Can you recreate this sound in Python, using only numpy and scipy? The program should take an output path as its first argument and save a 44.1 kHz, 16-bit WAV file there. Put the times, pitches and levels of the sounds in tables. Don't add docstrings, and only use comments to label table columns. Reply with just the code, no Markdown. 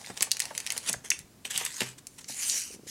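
import sys
import numpy as np
from scipy import signal
from scipy.fft import rfft, irfft, next_fast_len
from scipy.io import wavfile
from scipy.ndimage import uniform_filter1d

SR = 44100
rng = np.random.default_rng(int(sys.argv[2]) if len(sys.argv) > 2 else 0)


def to_wav(s):
    ch = np.atleast_2d(s).T
    pcm = np.round(np.clip(ch, -1, 1) * 32767)
    wavfile.write(sys.argv[1], SR, pcm.astype(np.int16))


N = 127890

SHELL_ATTACK_S = 0.00022
# freq_hz, gain_db
CARD_EQ = [(180, -42), (300, -19), (731, -15), (953, -3.5), (1300, -7), (1780, -2), (4570, -2.5),
           (8140, 1.5), (12900, -12.5), (15500, -23)]


def snaps():
    # start_s, body_db (near 2 kHz), bite_db (near 5 kHz), edge_db (near 10 kHz)
    buckles = [(0.0623, -46, -39.5, -45), (.1746, -41.5, -34, -57), (.208, -32.5, -25, -37),
               (0.2234, -32.5, -24, -19), (0.2273, -25.5, -26, -17.5), (0.3101, -38.5, -30, -45),
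               (0.316, -33, -21.5, -21.5), (0.369, -36, -33, -37), (0.3952, -44, -33.5, -32),
               (0.4023, -26.5, -25, -21.5), (0.42, -47, -29, -46), (0.4546, -37, -33.5, -36),
               (0.551, -39, -42, -41.5), (0.5784, -33, -26.5, -27), (0.6026, -37, -36.5, -34.5),
               (0.665, -33.5, -32, -32), (0.6729, -34, -34, -37), (0.704, -28, -26.5, -31.5),
               (0.722, -36, -34, -26.5), (.778, -41, -28.5, -27), (0.896, -44, -42, -28),
               (0.9296, -53, -28, -25.5), (1.086, -57, -56, -52), (1.103, -42, -31, -22.5),
               (1.191, -46, -43, -38), (1.577, -33, -27.5, -21.5), (1.651, -47, -33, -24.5),
               (1.6632, -31.5, -36, -31.5), (1.8064, -24, -27.5, -30.5), (1.8176, -34, -39, -47),
               (2.0695, -51, -39.5, -36.5), (2.2438, -48, -42.5, -62), (2.4979, -48, -22.5, -34)]
    # freq_hz, gain_db
    bands = [
        [(1100, -34), (1900, -2), (3000, -2.5), (3700, -13), (6000, -27)],
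        [(2400, -84), (3700, -4.5), (4700, -1), (6500, 2), (8200, -19)],
        [(5500, -29), (7500, 2), (10000, 1.5), (11500, -7), (15500, -15.5)],
    ]
    crack_share, ring_db = .3, -12.5
    out, t = np.zeros(N), np.arange(SR // 10) / SR
    attack = 1 - np.exp(-t / SHELL_ATTACK_S)
    envelope = attack * (decay(t, t60_s=0.0067) + amp(ring_db) * decay(t, t60_s=0.038))
    for start_s, *levels in buckles:
        for level_db, band in zip(levels, bands):
            crack = np.sqrt(crack_share) * click(band, len(t), size=110)
            chatter = np.sqrt(1 - crack_share) * burst(band, envelope, size=110)
            add(out, start_s - t.mean(), amp(level_db) * crack)
            add(out, start_s, amp(level_db) * chatter)
    return out


def pops():
    # start_s, pitch_hz, level_db
    pitched_hits = [(0.0453, 2180, -42.5), (.316, 4610, -21.5), (0.764, 2630, -37.5), (0.9405, 1710, -32.5),
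                    (0.9448, 617, -36.5), (1.1034, 6260, -16.5), (1.1055, 2060, -31.5), (1.1159, 2615, -21),
                    (1.451, 2900, -28.5), (1.5605, 3360, -24.5), (1.614, 1044, -37), (1.8178, 2420, -27.5)]
    # pitch_ratio, gain_db
    chatter_eq = [(.4, -28.5), (.8, -6), (1, 3), (1.25, -12), (2.4, -26), (4, -38)]
    out, t = np.zeros(N), np.arange(SR // 10) / SR
    envelope = (1 - np.exp(-t / SHELL_ATTACK_S)) * decay(t, t60_s=0.022)
    for start_s, pitch_hz, level_db in pitched_hits:
        chatter = burst([(pitch_hz * ratio, db) for ratio, db in chatter_eq], envelope, size=110)
        ring = np.sin(2 * np.pi * pitch_hz * t) * envelope
        add(out, start_s, amp(level_db) * (amp(-2) * chatter + ring))
    return out


def card():
    # time_s,
    # level_db
    rip_curve = [(.845, -59), (.875, -29.5), (.896, -21.5), (.907, -41), (.938, -37), (.96, -79),
                 (1.035, -74), (1.045, -41.5), (1.062, -40.5), (1.08, -49), (1.1, -82), (1.12, -35),
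                 (1.16, -51.5), (1.22, -54.5)]
    tear_curve = [(1.447, -44), (1.454, -36.5), (1.495, -53.5), (1.508, -29.5), (1.527, -38),
                  (1.562, -30.5), (1.595, -31.5), (1.617, -31.5), (1.635, -36.5), (1.665, -33.5),
                  (1.70, -42), (1.80, -37.5), (1.82, -29.5), (1.85, -42), (1.878, -40), (1.94, -55)]
    rustle_curve = [(0, -51), (.10, -45.5), (.155, -55.5), (.176, -36), (.195, -50), (.225, -38.5),
                    (.30, -59), (.325, -54), (.37, -52.5), (.42, -42), (.535, -51), (.56, -46.5),
                    (.65, -49.5), (.77, -41), (.81, -52), (.86, -42), (.98, -86)]
    # freq_hz, gain_db
    rip_eq = [(300, -7.5), (1200, -11), (1800, 1.5), (3000, -2), (4800, -8), (6200, -0.5), (9600, 0.5),
              (15500, -26)]
    rustle_eq = [(240, -34), (400, -5), (900, -0.5), (1280, -5.5), (1880, 0), (3360, -5.5), (3850, -1),
                 (5150, -1.5), (9790, -3.5), (15500, -23)]
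    # time_s, pitch_hz
    flap_sweep = [(0.883, 3360), (.892, 6200), (1.2, 5900), (1.45, 2740), (1.70, 3150), (1.76, 6700),
                  (1.83, 2440)]
    rip = stroke(rip_curve, rip_eq, grains_per_s=1400, scatter_db=4.5)
    tear = stroke(tear_curve, CARD_EQ, grains_per_s=600, scatter_db=1.5)
    rustle = stroke(rustle_curve, rustle_eq, grains_per_s=300, scatter_db=4)
    return rustle + resonance(rip + tear, flap_sweep, contrast_db=5.5, width_octaves=0.15)


def foil_packet():
    # time_s, level_db
    slide_curve = [(2.1, -63), (2.275, -57), (2.287, -34.5), (2.35, -42.5), (2.39, -36), (2.43, -30.5),
                   (2.58, -31), (2.63, -37), (2.69, -44.5), (2.75, -45.5), (2.785, -75), (2.865, -59),
                   (2.875, -41.5), (2.9, -38)]
    # freq_hz, gain_db
    foil_eq = [(400, -23), (650, -21.5), (1300, -17), (1700, -8.5), (3000, -5.5), (3400, -13), (4000, -6.5),
               (6400, -1.5), (9800, -4), (12000, -11), (15500, -24.5)]
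    # time_s, pitch_hz
    foil_sweep = [(2.33, 6500), (2.42, 11100), (2.52, 6500), (2.72, 5800)]
    hiss = stroke(slide_curve, foil_eq, grains_per_s=830, scatter_db=5.5, hiss_db=4)
    return resonance(hiss, foil_sweep, contrast_db=4, width_octaves=.17)


def bumps():
    # start_s, thud_db, clack_db, t60_s
    knocks = [(.100, -46, -41, 0.066), (0.111, -51, -68, 0.064), (.209, -53, -41.5, 0.036),
              (0.27, -74, -46.5, 0.066), (0.507, -57, -39, 0.054), (.764, -59, -45, 0.064),
              (.897, -44, -42.5, 0.083), (1.042, -58, -51.5, 0.078), (1.45, -54, -46.5, 0.063),
              (1.553, -50.5, -56, 0.058), (1.612, -69, -45, 0.053), (1.662, -61, -51, 0.016),
              (1.807, -60, -38.5, 0.089), (1.817, -36, -36, 0.041), (2.296, -51.5, -47.5, 0.045)]
    # freq_hz, gain_db
    thud_eq = [(80, -9.5), (125, -7), (180, 1), (240, 5.5), (350, -15.5), (700, -45)]
    clack_eq = [(180, -65), (380, 3), (500, 2), (680, 0.5), (880, 3.5), (1300, -9), (1800, -5),
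                (4000, -26.5)]
    table_hz, attack_s = 127.9, 0.00061
    out, t = np.zeros(N), np.arange(SR // 3) / SR
    hum = amp(-6.5) * np.sin(2 * np.pi * table_hz * t) * decay(t, t60_s=0.61)
    for start_s, thud_db, clack_db, t60_s in knocks:
        envelope = (1 - np.exp(-t / attack_s)) * decay(t, t60_s)
        thud = burst(thud_eq, envelope, size=600) + hum
        clack = burst(clack_eq, envelope, size=400)
        add(out, start_s, amp(thud_db) * thud + amp(clack_db) * clack)
    low_cut = signal.butter(N=3, Wn=86.5, btype="high", fs=SR, output="sos")
    return signal.sosfilt(low_cut, out)


def scuffs():
    # centre_s, level_db
    brushes = [(1.987, -46.5), (2.19, -43), (2.213, -48.5)]
    return soft_pulses(brushes, CARD_EQ, width_s=0.0055)


def hand():
    # centre_s, level_db
    nudges = [(.965, -50.5), (1.203, -51.5), (1.25, -55)]
    judders = [(2.706, -47.5), (2.746, -47), (2.766, -50), (2.795, -46.5), (2.837, -48), (2.869, -46)]
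    # freq_hz, gain_db
    nudge_eq = [(45, -2), (130, 7), (260, -22)]
    judder_eq = [(100, -12), (220, -3.5), (430, -3), (560, -16.5)]
    return soft_pulses(nudges, nudge_eq, width_s=0.012) + soft_pulses(judders, judder_eq, width_s=0.0037)


def room_reverb(x):
    # freq_hz, t60_s
    decay_times = [(120, 0.45), (700, 0.3), (7000, 0.22), (14000, 0.087)]
    out, predelay_s = np.zeros(N), .003
    for part in np.array_split(np.arange(N), 10):
        hz, t, bins = signal.stft(rng.standard_normal(SR // 2), SR, nperseg=256)
        tail = signal.istft(bins * decay(t, along(decay_times, hz)[:, None]), SR, nperseg=256)[1]
        add(out, part[0] / SR + predelay_s, signal.fftconvolve(x[part], tail / np.linalg.norm(tail)))
    return out


def room_tone():
    # freq_hz, gain_db
    murmur_eq = [(50, -2), (125, 0.5), (240, 2), (400, -5.5), (1000, -14), (3000, -18.5), (8000, -17.5),
                 (15000, -24)]
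    return amp(-58) * noise(murmur_eq, N)


def stroke(curve, eq, grains_per_s, scatter_db, hiss_db=0):
    chance, sizes = rng.random(N), rng.standard_normal(N)
    grains = (chance < grains_per_s / SR) * amp(scatter_db * np.clip(sizes, -2, 2))
    grain_decay = decay(np.arange(SR // 100) / SR, t60_s=0.0024)
    crackle = signal.fftconvolve(grains, grain_decay)[:N] * rng.standard_normal(N)
    hiss = amp(hiss_db) * rng.standard_normal(N)
    texture = unit(recolour(colour(unit(crackle) + hiss, eq), flexing))
    level_db = np.interp(np.arange(N) / SR, *np.transpose(curve), left=-120, right=-120)
    return texture * amp(level_db)


def flexing(hz, t, depth_db=3):
    field = rng.standard_normal((len(hz), len(t)))
    return depth_db * unit(uniform_filter1d(uniform_filter1d(field, size=3, axis=0), size=18, axis=1))


def resonance(x, sweep, contrast_db, width_octaves):
    def gain_db(hz, t):
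        octaves_away = np.log2((hz + 1) / np.interp(t, *np.transpose(sweep)))
        return contrast_db * (np.exp(-.5 * (octaves_away / width_octaves) ** 2) - .5)
    return recolour(x, gain_db)


def soft_pulses(pulses, eq, width_s):
    out, t = np.zeros(N), np.arange(SR // 10) / SR
    bell = np.exp(-.5 * ((t - t.mean()) / width_s) ** 2)
    for centre_s, level_db in pulses:
        puff = unit(noise(eq, len(t)) * bell) * np.sqrt(np.mean(bell ** 2))
        add(out, centre_s - t.mean(), amp(level_db) * puff)
    return out


def click(eq, length, size):
    x = colour(signal.unit_impulse(length, "mid"), eq)
    return x * np.sqrt(size / np.sum(x ** 2))


def burst(eq, envelope, size):
    x = noise(eq, len(envelope)) * envelope
    return x / np.sqrt(np.mean(x[:size] ** 2))


def noise(eq, size):
    return unit(colour(rng.standard_normal(size), eq))


def colour(x, eq):
    padded = next_fast_len(len(x) + 4096)
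    hz = np.fft.rfftfreq(padded, 1 / SR)
    rolloff = np.minimum(1, hz / eq[0][0]) ** 2 / np.maximum(1, hz / eq[-1][0]) ** 2
    return irfft(rfft(x, padded) * amp(along(eq, hz)) * rolloff, padded)[:len(x)]


def recolour(x, gain_db):
    hz, t, bins = signal.stft(x, SR, nperseg=256)
    return signal.istft(bins * amp(gain_db(hz[:, None], t)), SR, nperseg=256)[1][:N]


def along(points, hz):
    freqs, values = np.transpose(points)
    return np.interp(np.log(hz + 1), np.log(freqs + 1), values)


def amp(db):
    return 10 ** (np.asarray(db) / 20)


def unit(x):
    return x / np.sqrt(np.mean(x ** 2) + 1e-20)


def decay(t, t60_s):
    return np.exp(-np.log(1000) * t / t60_s)


def add(out, start_s, x):
    i = max(0, round(start_s * SR))
    out[i:i + len(x)] += x[:max(0, len(out) - i)]


def scene():
    pack = snaps() + pops() + bumps() + card() + scuffs() + foil_packet()
    return (pack + amp(-13) * room_reverb(pack) + hand() + room_tone())[None]


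def record(dry):
    cutoff_hz, padded = 15900, next_fast_len(N + SR // 2)
    passband = np.fft.rfftfreq(padded, 1 / SR) < cutoff_hz
    return irfft(rfft(dry, padded) * passband, padded)[..., :N]


dry = scene()
out = record(dry)
to_wav(out)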